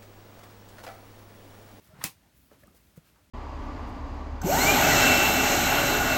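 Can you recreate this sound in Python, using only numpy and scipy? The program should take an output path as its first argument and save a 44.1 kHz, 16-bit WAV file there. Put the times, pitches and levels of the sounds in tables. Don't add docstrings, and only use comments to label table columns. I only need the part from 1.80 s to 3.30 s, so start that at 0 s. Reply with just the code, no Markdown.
import sys
import numpy as np
from scipy import signal
from scipy.fft import rfft, irfft, next_fast_len
from scipy.io import wavfile
from scipy.ndimage import map_coordinates

SR = 44100
rng = np.random.default_rng(int(sys.argv[2]) if len(sys.argv) > 2 else 0)


def dump(signal):
    limited = np.clip(np.atleast_2d(signal).T, -1, 1)
    pcm = np.round(limited * 32767).astype(np.int16)
    wavfile.write(sys.argv[1], SR, pcm)


N = 66150

# frequency in Hz, gain in dB.
RUMBLE_SPECTRUM = [(20, -16.5), (35, -25), (55, 3.5), (80, -0.5), (120, -7), (200, -7.5), (290, -10),
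                   (400, -25.5), (1000, -59.5), (4000, -94.5)]
HISS_SPECTRUM = [(100, 10), (400, 5.5), (520, 2), (610, 6.5), (750, 1.5), (950, 1), (1300, 1.5),
                 (2500, -0.5), (5000, -4.5), (8000, -6.5), (10500, -7), (16500, -7)]
# time in seconds, gain in dB.
HISS_DRIFT = [(0, 2), (.5, -0.5), (.8, 0), (1.1, .5), (1.22, 0), (1.3, 0.5), (1.5, -1)]
RUMBLE_DB, HISS_DB = -66, -66.5

# centre in seconds, half length in seconds, level in dB, tilt in dB/octave.
GRASS_RUSTLES = [(.06, 0.0354, -63.5, 3), (0.578, 0.0146, -61.5, 7), (0.632, 0.0625, -64, 9),
                 (0.733, .02, -64, -0.5), (0.811, 0.0168, -65.5, 2.5), (0.968, 0.0159, -59, 3.48),
                 (1.06, 0.073, -69, 6), (1.179, 0.0122, -64.5, 0.5), (1.279, 0.023, -65, 0.85)]
# start in seconds, level in dB.
STALK_SNAPS = [(0.8378, -50.5), (.872, -49), (1.162, -54), (1.1677, -51.5), (1.173, -50), (1.1774, -53.5)]
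# frequency in Hz, gain in dB.
RUSTLE_SPECTRUM = [(300, -15.5), (1200, 10.5), (3000, 4), (8000, -3), (11000, -1.5), (16000, -0.5)]
SNAP_SPECTRUM = [(2000, -19.5), (7000, -10.5), (11000, -6), (16000, -5.5)]
GRAIN_DB, SNAP_RISE_S, SNAP_T60_S = 2.5, 0.000112, 0.007

# start in seconds, level in dB, pitch in Hz, T60 in seconds.
TURF_THUDS = [(0.089, -48, 89.5, 0.064), (0.135, -41, 153.8, 0.051), (0.187, -36.5, 140.4, 0.0399),
              (.572, -53.5, 65.4, 0.134), (.7165, -42, 601, 0.0195), (0.7158, -49, 333, 0.058),
              (.834, -49.5, 581.4, 0.0666), (.833, -49.5, 1707, 0.032), (0.835, -49, 77.6, 0.062),
              (0.878, -46.5, 195, 0.04), (0.876, -52.5, 1248, .04), (1.175, -36.5, 153.6, 0.0667),
              (1.175, -44.5, 496.5, 0.0377)]
# start in seconds, level in dB, band centre in Hz, T60 in seconds.
TURF_SCUFFS = [(0.714, -51.5, 482, 0.1305), (0.711, -64.5, 1423, 0.182), (.735, -59.5, 786, 0.092),
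               (.833, -55, 1528, 0.041), (0.879, -60, 885, 0.0387), (0.944, -63.5, 556, 0.104),
               (1.163, -63, 1480, 0.053), (1.358, -66, 1134, 0.224), (1.382, -64.5, 570, 0.169)]
# frequency in Hz, gain in dB.
SHUFFLE_SPECTRUM = [(60, -6.5), (140, -1), (280, -1.5), (400, -7), (580, -13), (1000, -17), (4000, -31.5)]
THUD_RISE_S, SCUFF_RISE_S, SCUFF_Q = 0.00243, 0.0016, 2.9
SHUFFLE_S, SHUFFLE_HALF_S, SHUFFLE_DB = 0.852, 0.0915, -63.5

# centre in seconds, half length in seconds, pitch in Hz, width in Hz, level in dB.
THONG_TONES = [(0.124, 0.0133, 629, 30, -59.5), (0.2163, 0.00275, 1099, 380.2, -43),
               (0.2166, 0.00328, 1801, 550.6, -45.5), (.22, 0.0039, 3446, 1200, -52),
               (.223, 0.0036, 1900, 600, -51.5), (0.232, 0.008, 1250, 350, -51.5),
               (0.457, 0.0277, 848.6, 510, -71)]
# frequency in Hz, gain in dB.
THONG_SPECTRUM = [(200, 2.5), (600, -2), (1300, -0.5), (2200, -9.5), (4000, -17.5), (16000, -40)]
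THONG_END_DB, THONG_DB_PER_S = -50, 119
TIP_END_DB, TIP_DB_PER_S = -49.5, 380

# frequency in Hz, gain in dB.
SCATTER_SPECTRUM = [(60, -12), (110, -0.5), (160, 0.5), (236, -5.5), (299, -3), (404, -13.5), (460, -6.5),
                    (540, -13), (710, -17), (800, -3), (1100, -4.5), (1470, -11.5), (1860, -9.5),
                    (2260, -6), (2570, -2), (2800, -8.5), (3620, -6.5), (4210, -7), (6460, -7.5),
                    (7680, -12.5), (8370, -6), (10400, -10.5), (11300, -9), (17000, -10.5)]
# pitch in Hz, width in Hz, relative level in dB.
SCATTER_RESONANCES = [(788.6, 20.15, 0.5), (1833.7, 18.9, -3.5), (2554.6, 16.23, 4), (2642, 20, -2),
                      (3089, 20, -0.5), (5053, 35, -4), (5100, 46, -10), (6373, 29.5, -17.5),
                      (7127, 38, 1.5), (8228, 49, -4.5)]
SCATTER_DB, SCATTER_RISE_S, SCATTER_HOLD_S, SCATTER_T60_S = -34, 0.0022, 0.01914, 0.1613
RING_DB, RING_T60_S = -41, 0.1093

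# start in seconds, level in dB, T60 in seconds, tilt in dB/octave.
SHOCK_ARRIVALS = [(0.2394, -21.5, 0.0089, -1.16), (0.2403, -17, 0.0123, -1.2)]
# frequency in Hz, gain in dB.
SHOCK_SPECTRUM = [(100, -15), (400, -12.5), (841, -2.5), (1300, -22), (1740, 1), (3000, -9.5), (4090, -8),
                  (5150, 0.5), (5750, 0.5), (7070, 3.5), (8620, -9.5), (9830, 2), (11800, -3.5),
                  (13800, -2), (15600, 0), (16700, -6)]
CRACK_S, SHOCK_RISE_S, SHOCK_HOLD_S = 0.2395, 0.000112, 0.000314
THUMP_S, THUMP_HALF_S, THUMP_HZ, THUMP_DB = 0.2485, 0.00601, 174.3, -37.5

LOW_CUT_HZ, ROLLOFF_HZ, BAND_LIMIT_HZ = 34.7, 17350, 19400


def amp(db):
    return 10 ** (np.asarray(db) / 20)


def unit_rms(x):
    return x / np.sqrt(np.mean(x ** 2) + 1e-20)


def since(start_s):
    return np.arange(N) / SR - start_s


def spectrum(points, tilt_db_per_oct=0):
    knots_hz, knots_db = np.transpose(points)

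    def response(hz):
        db = np.interp(np.log(hz + 1), np.log(knots_hz + 1), knots_db)
        return amp(db + tilt_db_per_oct * np.log2(hz + 1))
    return response


def band(centre_hz, width_hz):
    return lambda hz: (1j * hz * width_hz / (centre_hz ** 2 - hz ** 2 + 1j * hz * width_hz)) ** 2


def filtered(x, response):
    size = next_fast_len(N + SR // 2)
    return irfft(rfft(x, size) * response(np.fft.rfftfreq(size, 1 / SR)), size)[:N]


def noise(response, envelope=1):
    power = np.mean(abs(response(np.fft.rfftfreq(N, 1 / SR))) ** 2)
    return filtered(envelope * rng.standard_normal(N), response) / np.sqrt(power)


def wobble(knots_per_s):
    return map_coordinates(rng.standard_normal(N), [np.arange(N) * knots_per_s / SR])


def airy_tone(pitch_hz, width_hz):
    hz = pitch_hz + width_hz * wobble(4 * width_hz) / 2
    return np.sqrt(2) * np.sin(2 * np.pi * np.cumsum(hz) / SR)


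def burst(start_s, rise_s, t60_s, hold_s=0):
    t = since(start_s)
    return np.clip(t / rise_s, 0, 1) * amp(-60 * np.maximum(t - hold_s, 0) / t60_s)


def swell(centre_s, half_s):
    return np.exp(-0.5 * (since(centre_s) / half_s) ** 2)


def background():
    drift_db = np.interp(since(0), *np.transpose(HISS_DRIFT))
    rumble = amp(RUMBLE_DB) * noise(spectrum(RUMBLE_SPECTRUM))
    hiss = amp(HISS_DB + drift_db) * noise(spectrum(HISS_SPECTRUM))
    return rumble + hiss


def grass():
    rustles = sum(amp(db) * swell(centre_s, half_s) * noise(spectrum(RUSTLE_SPECTRUM, tilt))
                  for centre_s, half_s, db, tilt in GRASS_RUSTLES)
    grain = unit_rms(amp(GRAIN_DB * wobble(knots_per_s=900)))
    snap_envelope = sum(amp(db) * burst(start_s, SNAP_RISE_S, SNAP_T60_S) for start_s, db in STALK_SNAPS)
    return rustles * grain + snap_envelope * noise(spectrum(SNAP_SPECTRUM))


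def turf():
    thuds = sum(amp(db) * burst(start_s, THUD_RISE_S, t60_s) * np.sin(2 * np.pi * hz * since(start_s))
                for start_s, db, hz, t60_s in TURF_THUDS)
    scuffs = sum(amp(db) * burst(start_s, SCUFF_RISE_S, t60_s) * noise(band(hz, 2 * hz / SCUFF_Q))
                 for start_s, db, hz, t60_s in TURF_SCUFFS)
    shuffle = amp(SHUFFLE_DB) * swell(SHUFFLE_S, SHUFFLE_HALF_S) * noise(spectrum(SHUFFLE_SPECTRUM))
    return thuds + scuffs + shuffle


def swish():
    t = since(CRACK_S)
    lead_s = np.minimum(t, 0)
    thong = amp(THONG_END_DB + THONG_DB_PER_S * lead_s) * noise(spectrum(THONG_SPECTRUM))
    tip = amp(TIP_END_DB + TIP_DB_PER_S * lead_s) * noise(spectrum(SCATTER_SPECTRUM))
    tones = sum(amp(db) * swell(centre_s, half_s) * airy_tone(pitch_hz, width_hz)
                for centre_s, half_s, pitch_hz, width_hz, db in THONG_TONES)
    return (thong + tip) * (t < 0) + tones


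def scatter():
    echoes = amp(SCATTER_DB) * noise(spectrum(SCATTER_SPECTRUM))
    tones = sum(amp(db) * airy_tone(hz, width_hz) for hz, width_hz, db in SCATTER_RESONANCES)
    ring = amp(RING_DB) * unit_rms(tones)
    echo_envelope = burst(CRACK_S, SCATTER_RISE_S, SCATTER_T60_S, SCATTER_HOLD_S)
    ring_envelope = burst(CRACK_S, SCATTER_RISE_S, RING_T60_S, SCATTER_HOLD_S)
    return echoes * echo_envelope + ring * ring_envelope


def crack():
    shocks = np.zeros(N)
    for start_s, db, t60_s, tilt in SHOCK_ARRIVALS:
        envelope = burst(start_s, SHOCK_RISE_S, t60_s, SHOCK_HOLD_S)
        shocks += amp(db) * noise(spectrum(SHOCK_SPECTRUM, tilt), envelope)
    thump = amp(THUMP_DB) * swell(THUMP_S, THUMP_HALF_S) * np.sin(2 * np.pi * THUMP_HZ * since(THUMP_S))
    return shocks + thump


def scene():
    return (swish() + crack() + scatter() + turf() + grass() + background())[None]


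def record(dry):
    def treble_cut(hz):
        return amp(-30 * np.clip((hz - ROLLOFF_HZ) / 400, 0, 1)) * (hz < BAND_LIMIT_HZ)

    low_cut = signal.butter(4, LOW_CUT_HZ, "highpass", fs=SR, output="sos")
    return filtered(signal.sosfilt(low_cut, dry[0]), treble_cut)[None]


dry = scene()
out = record(dry)
dump(out)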